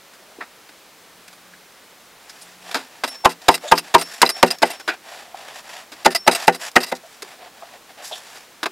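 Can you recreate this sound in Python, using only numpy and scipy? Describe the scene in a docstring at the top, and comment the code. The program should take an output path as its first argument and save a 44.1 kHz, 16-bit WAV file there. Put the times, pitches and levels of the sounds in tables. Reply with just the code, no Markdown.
"""A man digs post holes in the earth floor of a small dug-out chamber, with a steel blade on a wooden pole.
Loose earth shifts and crunches first. Four stabs come from 3.2 s, three at a second spot from 4.2 s: each
bites in and ends in a hollow thud, the hardest overloading the microphone; the blade scrapes out and rings
faintly. He scoops earth by hand, stabs there five more times from 6 s, then scoops up to a last double
crunch. Close walls add a short, dull tail, over a bed of still air and a faint passing hum."""
import sys
import numpy as np
from scipy import signal
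from scipy.fft import rfft, irfft, next_fast_len
from scipy.io import wavfile

SR = 44100
rng = np.random.default_rng(int(sys.argv[2]) if len(sys.argv) > 2 else 0)


def unload_audio(sound):
    """Save the sound as a 16-bit wav file, at the path given as the first command line argument."""
    columns = np.transpose(np.atleast_2d(sound))
    # keep every value between -1 and 1, then stretch to whole-number steps
    steps = np.round(np.clip(columns, -1, 1) * 32767)
    wavfile.write(sys.argv[1], SR, steps.astype(np.int16))


N = 384111
TIME = np.arange(N) / SR
CUTOFF_HZ = 15750

# stabs into firm ground: t/s, thud/dB, hole pitch/Hz, low-mode weight/dB,
# cutting time before the stop/s, cutting/dB, crack/dB, push on the floor/dB
STABS = [(3.2567, -2, 907, 2.5, 0.011, -14.5, -13, -10), (3.488, -1.5, 895, 1.5, 0.006, -9.5, -12, -13.5),
         (3.721, 1.5, 907, 1, 0.0074, -13.5, -11, -20.5), (3.949, 1, 976, 0.5, 0.0091, -12.5, -12.5, -27),
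         (4.2285, -3, 1018, 1, 0.0053, -22, -12, -40), (4.429, 0, 970, 5.5, 0.0018, -8.5, -9.5, -43),
         (4.6309, -4.5, 857, -0.5, 0.012, -16.5, -14.5, -48),
         (6.062, -0.5, 829, -0.5, 0.0075, -12.5, -13.5, -32), (6.279, -2, 833, 3, 0.0049, -10, -9, -33),
         (6.48, 1, 844, -2, .002, -13, -11, -36), (6.764, -2, 720, 0.5, 0.0084, -14, -6.5, -45),
         (6.924, -16, 518, 2, 0.0087, -28.5, -33, -55)]
# the blade slides out, flicks past the rim and sings: t at rim/s, slide lead/s, slide/dB, rim/dB, sing/dB
PULLS = [(3.076, 0.03, -36, -30, -31), (3.317, 0.026, -30.5, -40, -66), (3.54, 0.031, -27, -21.5, -49),
         (3.777, 0.026, -30.5, -22, -54), (4.011, 0.032, -27, -23, -34), (4.29, 0.039, -25, -19.5, -30.5),
         (4.504, 0.044, -28.5, -21, -42), (4.702, 0.05, -30, -29, -41), (6.148, 0.044, -29.5, -17.5, -33),
         (6.348, .037, -21, -20.5, -47), (6.546, 0.024, -35.5, -32.5, -49), (6.831, 0.029, -29, -26, -62)]


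def thuds(hole_db=3, hole_t60=0.027, hole_rise_s=0.0028, low_edge_hz=600, push_s=0.0005, move_s=4.1):
    """The blade stops dead: pole and ground ring, the hole booms at its pitch, the floor takes a push."""
    # modes of pole, ground and chamber at the first spot and, from move_s, the second: f/Hz, level/dB, t60/s
    first_spot = [(168, -30.5, 0.25), (247.8, -28.5, 0.21), (291.4, -30.5, 0.24), (361, -13.5, 0.11),
                  (398, -18, 0.14), (486, -16.5, 0.12), (651, -8.5, 0.065), (742, -5.5, 0.056),
                  (840, -9, 0.099), (934, -3.5, 0.071), (1031, -1, 0.069), (1204, -5.5, 0.052),
                  (1360, -22.5, 0.11), (1607, -12.5, 0.057)]
    second_spot = [(175, -26.5, 0.18), (249, -19, 0.15), (333, -12.5, 0.052), (365, -19.5, 0.17),
                   (404, -19.5, 0.13), (493.4, -15.5, 0.14), (567, -9.5, 0.059), (670.4, -6, 0.061),
                   (779, -4.5, 0.085), (912, -4.5, 0.054), (1000, -14.5, 0.051), (1470, -27, 0.16),
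                   (1847, -24, 0.17), (2005, -8.5, 0.048)]
    out, t = np.zeros(N), TIME[:SR // 2]
    grips = rng.standard_normal((len(STABS), len(first_spot), 2))
    for (s, db, hole_hz, weight_db, *_, push_db), grip in zip(STABS, grips):
        thud = from_db(hole_db) * swell(t, hole_rise_s, hole_t60) * np.cos(2 * np.pi * hole_hz * t)
        for k, (hz, mode_db, t60) in enumerate(first_spot if s < move_s else second_spot):
            # grip and contact point differ a little from stab to stab
            scatter_db, detune = 2 * grip[k, 0], 1 + .01 * grip[k, 1]
            strength = from_db(mode_db + scatter_db + weight_db * (hz < low_edge_hz))
            thud += (-1) ** k * strength * dying(t, t60) * np.cos(2 * np.pi * hz * detune * t)
        thud += from_db(push_db) * t / push_s * np.exp(1 - t / push_s)
        add(out, s, from_db(db) * thud)
    return out


def cracks(rise_s=0.00082):
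    """Packed earth bursts under each stab: a sharp snap of grit on top of the thud."""
    # bands of the snap: low/Hz, high/Hz, level/dB, t60/s
    crack_bands = [(1150, 2085, 1.5, 0.057), (2460, 3020, -6, 0.064), (5200, 12400, -17, 0.077)]
    out, t = np.zeros(N), TIME[:SR // 4]
    grit = grains(per_s=21000, spread_db=0, hiss=0.33)
    for low_hz, high_hz, band_db, t60 in crack_bands:
        force = np.zeros(N)
        for s, *_, crack_db, _ in STABS:
            add(force, s, from_db(crack_db + band_db) * swell(t, rise_s, t60))
        out += force * rms_one(band(grit, low_hz, high_hz))
    return out


def crunches(level_db=-1, bare_db=-12, overrun_s=0.00056):
    """Dry earth crumbles and rattles the tool's broad resonances; a cut swells up into its thud."""
    # the hafted blade, pressed into the earth: f/Hz, width/Hz, level/dB
    haft_modes = [(358, 190, -1.5), (770, 560, -0.5), (1560, 430, 6), (2190, 180, 1.5), (2510, 430, 4.5),
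                  (3750, 1030, 6.5), (4900, 300, 7.5), (6770, 1100, -4), (10700, 11000, -3)]
    # blade and feet crushing dry earth: t/s, length/s, level/dB, brightness/dB
    crumbles = [(.135, .019, -51, 5), (.405, 0.036, -41.5, -7.5), (.69, .012, -44, -1),
                (1.279, 0.0089, -41.5, 6), (1.328, 0.011, -44, 3), (2.295, 0.013, -43, 7.5),
                (2.413, .018, -52.5, 15.5), (2.713, 0.0027, -26.5, 3.5), (2.744, 0.004, -16.5, 1),
                (2.751, 0.024, -23.5, -3.5), (2.778, .04, -38.5, -1), (3.036, 0.013, -17.5, -2.5),
                (3.417, .006, -39, 2), (3.578, .002, -30.5, 2), (4.2165, 0.0063, -7.5, 6.5),
                (4.585, .002, -40.5, 14), (4.797, 0.017, -37, 1), (4.877, 0.027, -22.5, -4.5),
                (5.918, 0.022, -38.5, 2.5), (6.715, 0.0018, -45, 15), (6.95, 0.023, -42.5, 8.5),
                (7.221, 0.0094, -31.5, 6.5), (8.355, 0.021, -42, 0), (8.63, 0.012, -21, -1.5),
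                (8.657, 0.011, -20, -4.5)]
    grit = grains(per_s=14000, spread_db=2.5, hiss=0.66)
    woody = sum(from_db(db) * resonance(grit, hz, width) for hz, width, db in haft_modes)
    woody += from_db(bare_db) * grit
    cuts = [(s - cut_s, cut_s + overrun_s, cut_db, 0) for s, _, _, _, cut_s, cut_db, _, _ in STABS]
    cutting = strokes(cuts, woody, tone_db=(-0.5, -0.5, -5.5), swell_db=13,
                      attack_s=.00093, release_t60=(.045, .028, .02))
    crumbling = strokes(crumbles, woody, tone_db=(-4.5, 0, -6), swell_db=-4.5,
                        attack_s=0.00089, release_t60=(.045, .03, .022))
    return from_db(level_db) * (cutting + crumbling)


def scrapes(level_db=-1, bare_db=-9, rim_bare_db=-12, slide_s=0.027, rim_s=0.015,
            slide_brightness_db=-2.5, freed_width_share=.5):
    """Grit rattles along the steel, stirring its modes in turn; less damped at the rim, it clinks."""
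    # the blade while the soil damps it: f/Hz, width/Hz, level/dB
    blade_modes = [(688, 38, 1), (1350, 96, -39), (2014, 67, -3.5), (2730, 84, -0.5), (3930, 92, -0.5),
                   (4910, 440, 2), (7290, 130, -10), (8330, 190, 0.5), (9120, 100, 2), (10280, 100, -5),
                   (12160, 730, -5)]
    # the blade grazes the rim in passing: t/s, length/s, level/dB, brightness/dB
    grazes = [(6.047, 0.0049, -18, -3), (6.265, 0.0036, -21.5, -6.5), (6.471, 0.0038, -28, 5.5),
              (6.862, 0.042, -36.5, -0.5)]
    grit = grains(per_s=7200, spread_db=-0.5, hiss=0.53)
    buried, freed = from_db(bare_db) * grit, from_db(rim_bare_db) * grit
    for hz, width, db in blade_modes:
        contact_db = 3 * wander(rate_hz=20)
        buried += from_db(db + contact_db) * resonance(grit, hz, width)
        freed += from_db(db + contact_db) * resonance(grit, hz, width * freed_width_share)
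    slides = [(s - lead, slide_s, slide_db, slide_brightness_db) for s, lead, slide_db, _, _ in PULLS]
    flicks = [(s, rim_s, rim_db, 0) for s, _, _, rim_db, _ in PULLS]
    sliding = strokes(slides + grazes, buried, tone_db=(-7, -1, -1), swell_db=-2.5,
                      attack_s=0.003, release_t60=(.055, .05, .04))
    clinking = strokes(flicks, freed, tone_db=(-7.5, -1, 0), swell_db=-2.5,
                       attack_s=0.0018, release_t60=(.05, .045, .035))
    return from_db(level_db) * (sliding + clinking)


def blade_rings(ping_rise_s=0.00066, ping_t60=0.029, sing_rise_s=0.024, buried_t60=.03,
                waver_db=2, waver_hz=35):
    """Lifted clear, the blade sings thin, wavering notes until a stab damps them; buried, it pings."""
    # high notes of the free blade: f/Hz, level/dB, t60/s
    free_modes = [(5410, -1, 0.65), (10570, -5.5, 0.097)]
    # a stone knocks one mode out of the buried blade: t/s, f/Hz, level/dB
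    stone_pings = [(3.542, 2720, -20), (4.263, 4000, -9.5), (4.2625, 4930, -14), (4.511, 4960, -8),
                   (6.158, 5000, -12), (6.4708, 8250, -27), (6.547, 4030, -28), (6.764, 1890, 4.5)]
    out, t = np.zeros(N), TIME[:SR // 2]
    notes = sum(from_db(db) * swell(t, sing_rise_s, t60) * np.sin(2 * np.pi * hz * t)
                for hz, db, t60 in free_modes)
    for s, *_, sing_db in PULLS:
        free_s = min(stab[0] - s for stab in STABS if stab[0] > s)
        add(out, s, from_db(sing_db) * notes * dying(t - free_s, buried_t60))
    out *= from_db(waver_db * wander(waver_hz))
    for s, hz, db in stone_pings:
        add(out, s, from_db(db) * swell(t, ping_rise_s, ping_t60) * np.sin(2 * np.pi * hz * t))
    return out


def bumps(width_share=0.1, shortest_t60=0.063, t60_per_rise=5):
    """Each soft contact or short rub stirs one resonance; the slower its attack, the longer its tail."""
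    # soft bumps and short squeaks of hand, foot and pole: t/s, level/dB, f/Hz, rise/s
    contacts = [(.384, -30.5, 354, 0.0027), (.406, -28, 1300, 0.0048), (0.408, -27.5, 1810, 0.0042),
                (1.533, -41, 1600, .003), (2.295, -39, 4900, .002), (2.415, -41.5, 9050, .006),
                (2.748, -29, 272, 0.0075), (3.038, -31, 264, .005), (3.24, -24, 765, 0.0013),
                (3.63, -24.5, 620, 0.014), (3.673, -30, 3560, 0.01), (3.672, -34, 6950, 0.011),
                (4.878, -19, 1520, 0.013), (4.882, -25, 2400, 0.014), (5.344, -30.5, 766, 0.0015),
                (5.914, -39.5, 292, 0.0051), (7.032, -35.5, 656, 0.0064), (7.225, -30.5, 411, 0.0023),
                (7.623, -25.5, 735, 0.0007), (7.623, -38, 1320, .001), (8.107, -27.5, 650, .01),
                (8.111, -29, 3360, 0.021)]
    out, t = np.zeros(N), TIME[:SR // 3]
    for s, db, hz, rise_s in contacts:
        rub = rng.standard_normal(len(t))
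        hollow = rms_one(resonance(resonance(rub, hz, width_share * hz), hz, hz))
        add(out, s, from_db(db) * swell(t, rise_s, shortest_t60 + t60_per_rise * rise_s) * hollow)
    return out


def loose_soil(level_db=-2.5, bare_db=-8, clump_db=2.0, clump_hz=70, roundness=0.74,
               tone_db=(-4.5, -0.5, -6)):
    """Each sweep gathers speed and slows; fine crumbs slide and fall in clumps, coloured by the hole."""
    # earth swept by hand or foot, or sliding back: t/s, length/s, level/dB, brightness/dB
    soil_sweeps = [(0.06, 0.37, -64, -15), (1.246, 0.13, -59, -2), (2.187, 0.42, -46.5, 3),
                   (2.601, 0.28, -37, 0.5), (2.848, 0.22, -46.5, 0), (3.104, 0.07, -38.5, 0.5),
                   (3.408, 0.1, -39.5, 0.5), (3.604, 0.12, -36, 1), (3.817, .13, -38.5, 0),
                   (4.026, 0.21, -36.5, 3.5), (4.335, 0.092, -35, 0.5), (4.497, 0.066, -36.5, -1),
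                   (4.645, 0.14, -34.5, -1), (4.894, 0.066, -35.5, -4.5), (5.028, 0.24, -36.5, -0.5),
                   (5.235, 0.13, -47.5, -4.5), (5.343, .11, -38, -1.5), (5.439, 0.11, -37, -2),
                   (5.533, 0.089, -37, 2), (5.623, 0.23, -36, 0), (5.92, 0.15, -43.5, 0),
                   (6.338, 0.14, -29, 1.5), (6.593, 0.11, -28.5, 3.5), (7.023, 0.19, -48, 5),
                   (7.21, 0.17, -42, 0), (7.38, .12, -41.5, -8), (7.524, 0.26, -47, -1),
                   (7.718, 0.07, -48.5, -7), (7.886, 0.039, -43.5, -5), (7.97, 0.1, -38.5, -5),
                   (8.021, 0.087, -41, 13), (8.089, 0.11, -40.5, 8), (8.142, 0.33, -42.5, 3)]
    # the hollow around the hand: f/Hz, width/Hz, level/dB
    hole_modes = [(708, 175, 12.5), (1764, 380, -2.5), (2570, 590, -6), (3400, 1230, -4.5), (4700, 500, -4),
                  (5480, 460, -4), (7130, 980, -5), (10740, 1100, -6)]
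    grit = grains(per_s=9000, spread_db=3.5, hiss=1.0) * from_db(clump_db * wander(clump_hz))
    hollow = sum(from_db(db) * resonance(grit, hz, width) for hz, width, db in hole_modes)
    parts = registers(hollow + from_db(bare_db) * grit)
    flow = np.zeros_like(parts)
    for s, length, db, brightness_db in soil_sweeps:
        speed = np.abs(np.sin(np.pi * TIME[TIME < length] / length)) ** roundness
        for register, register_db in zip(flow, register_levels(db, brightness_db, tone_db)):
            add(register, s, from_db(register_db) * speed)
    return from_db(level_db) * np.sum(flow * parts, axis=0)


def chamber(x, first_wall_s=0.015, wet_db=-4):
    """Close earthen walls return a short, dull tail."""
    # bands of the tail: low/Hz, high/Hz, level/dB, t60/s
    tail_bands = [(128, 300, -6, 0.26), (304, 870, -18.5, 0.074), (1030, 6500, -18, 0.036),
                  (4140, 19000, -26, 0.063)]
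    tail, t = 0, TIME[:SR // 3]
    for low_hz, high_hz, db, t60 in tail_bands:
        echoes = rng.standard_normal(len(t)) * dying(t, t60) * (t > first_wall_s)
        echoes /= np.sqrt(np.sum(echoes ** 2))
        tail += from_db(db) * band(echoes, low_hz, high_hz, order=2)
    return from_db(wet_db) * signal.oaconvolve(x, tail)[:N]


def background(air_db=-48, hum_hz=180, hum_width_hz=5.2, side_db=-20, hiss_side_db=-11, hiss_edge_hz=7000):
    """Still air and microphone hiss, nearly mono, with a faint hum that comes and goes."""
    # colour of air and hiss: f/Hz, level/dB
    air_spectrum = [(15, -39.5), (25, -13), (84, -12), (119, -8.5), (240, -2), (268, -3.5), (391, -2.5),
                    (435, -1), (585, -1), (1000, -2), (2310, -4.5), (2790, -6), (3960, -7), (15700, -17)]
    # fader curve of the hum: t/s, level/dB
    hum_curve = [(0, -83), (1.05, -74), (1.15, -66), (1.65, -65), (1.75, -83), (2.4, -70), (2.6, -63),
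                 (2.72, -60), (3, -80)]
    mid, side = (coloured(rng.standard_normal(N), air_spectrum) for _ in range(2))
    side = from_db(side_db) * side + from_db(hiss_side_db) * band(side, hiss_edge_hz, CUTOFF_HZ, order=1)
    hum = resonance(rng.standard_normal(N), hum_hz, hum_width_hz)
    hum = rms_one(resonance(hum, hum_hz, hum_width_hz))
    hum *= from_db(np.interp(TIME, *np.transpose(hum_curve)))
    return from_db(air_db) * (mid + side * np.array([[1], [-1]])) + hum


def grains(per_s, spread_db, hiss):
    """Grains of earth breaking: random clicks over a fine hiss."""
    # colour of breaking earth: f/Hz, level/dB
    grit_spectrum = [(100, -16), (300, 1.5), (1500, 5), (4500, -2.5), (8000, -5), (12000, -9.5),
                     (16000, -17)]
    sizes = from_db(spread_db * np.minimum(rng.exponential(1, N), 4)) * rng.choice([-1, 1], N)
    clicks = rms_one(sizes * (rng.random(N) < per_s / SR))
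    return coloured(clicks + hiss * rng.standard_normal(N), grit_spectrum)


def strokes(rows, texture, tone_db, swell_db, attack_s, release_t60):
    """Each stroke opens the texture, swelling or fading; tone and release are set for low, mid, high."""
    out, t = np.zeros(N), TIME[:SR // 4]
    parts = np.pad(registers(texture), ((0, 0), (0, len(t))))
    for s, length, level_db, brightness_db in rows:
        at, length = max(round(s * SR), 0), max(length, 1e-3)
        shape = from_db(swell_db * (np.minimum(t / length, 1) - .5)) * np.minimum(t / attack_s, 1)
        for part, db, t60 in zip(parts, register_levels(level_db, brightness_db, tone_db), release_t60):
            add(out, s, from_db(db) * shape * dying(t - length, t60) * part[at:at + len(t)])
    return out


def registers(x):
    """Lows, mids and highs of a texture, each of rms 1."""
    # register edges: low/Hz, high/Hz
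    register_edges = [(170, 1100), (1100, 4500), (4500, 15500)]
    return np.array([rms_one(band(x, low, high)) for low, high in register_edges])


def register_levels(db, brightness_db, tone_db):
    """Brightness tilts a contact's level from the lows to the highs."""
    return db + np.array(tone_db) + brightness_db * np.array([-1, 0, 1])


def coloured(x, spectrum):
    """Shapes a texture with an EQ curve; rms 1."""
    hz, db = np.transpose(spectrum)
    size = next_fast_len(len(x))
    bins = np.maximum(np.fft.rfftfreq(size, 1 / SR), 1)
    gain = from_db(np.interp(np.log(bins), np.log(hz), db))
    return rms_one(irfft(rfft(x, size) * gain, size)[:len(x)])


def resonance(x, hz, width_hz):
    """Two-pole resonance with gain 1 at its peak."""
    r = np.exp(-np.pi * width_hz / SR)
    feedback = [1, -2 * r * np.cos(2 * np.pi * hz / SR), r * r]
    return signal.lfilter(np.array([1, 0, -1]) * (1 - r * r) / 2, feedback, x)


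def band(x, low_hz, high_hz, order=3):
    edges_hz = [low_hz, min(high_hz, SR / 2 - 1000)]
    return signal.sosfilt(signal.butter(order, edges_hz, "band", fs=SR, output="sos"), x)


def wander(rate_hz):
    """Smooth random drift; rms 1."""
    return rms_one(signal.sosfilt(signal.butter(2, rate_hz, fs=SR, output="sos"), rng.standard_normal(N)))


def swell(t, rise_s, t60):
    """Linear attack, exponential decay."""
    return np.clip(t / max(rise_s, 1e-4), 0, 1) * dying(t - rise_s, t60)


def dying(t, t60):
    return 1000.0 ** (-np.maximum(t, 0) / max(t60, 1e-3))


def add(out, s, sound):
    """Mixes a sound in at time s."""
    at = max(round(s * SR), 0)
    out[at:at + len(sound)] += sound[:N - at]


def from_db(db):
    return 10 ** (np.asarray(db) / 20)


def rms_one(x):
    return x / np.sqrt(np.mean(x ** 2) + 1e-20)


def scene(thud_db=1, treble_fizz_db=-7, broad_fizz_db=-22, fizz_edge_hz=5000, grit_edge_hz=135):
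    """Nearly mono; a faint stereo fizz, mostly in the treble, follows the grit and thuds."""
    gritty = band(cracks() + crunches() + scrapes() + bumps() + loose_soil(), grit_edge_hz, SR / 2)
    booming = from_db(thud_db) * thuds()
    fizz = from_db(treble_fizz_db) * band(chamber(gritty), fizz_edge_hz, CUTOFF_HZ, order=1)
    fizz += from_db(broad_fizz_db) * chamber(booming + gritty)
    mid = booming + gritty + chamber(gritty) + blade_rings()
    return mid + fizz * np.array([[1], [-1]]) + background()


def record(dry):
    """The hardest stabs overload the microphone and clip flat; a steep low-pass takes off the top."""
    low_pass = signal.ellip(10, .1, 70, CUTOFF_HZ, fs=SR, output="sos")
    return np.clip(signal.sosfilt(low_pass, np.clip(dry, -1, 1)), -1, 1)


dry = scene()
out = record(dry)
unload_audio(out)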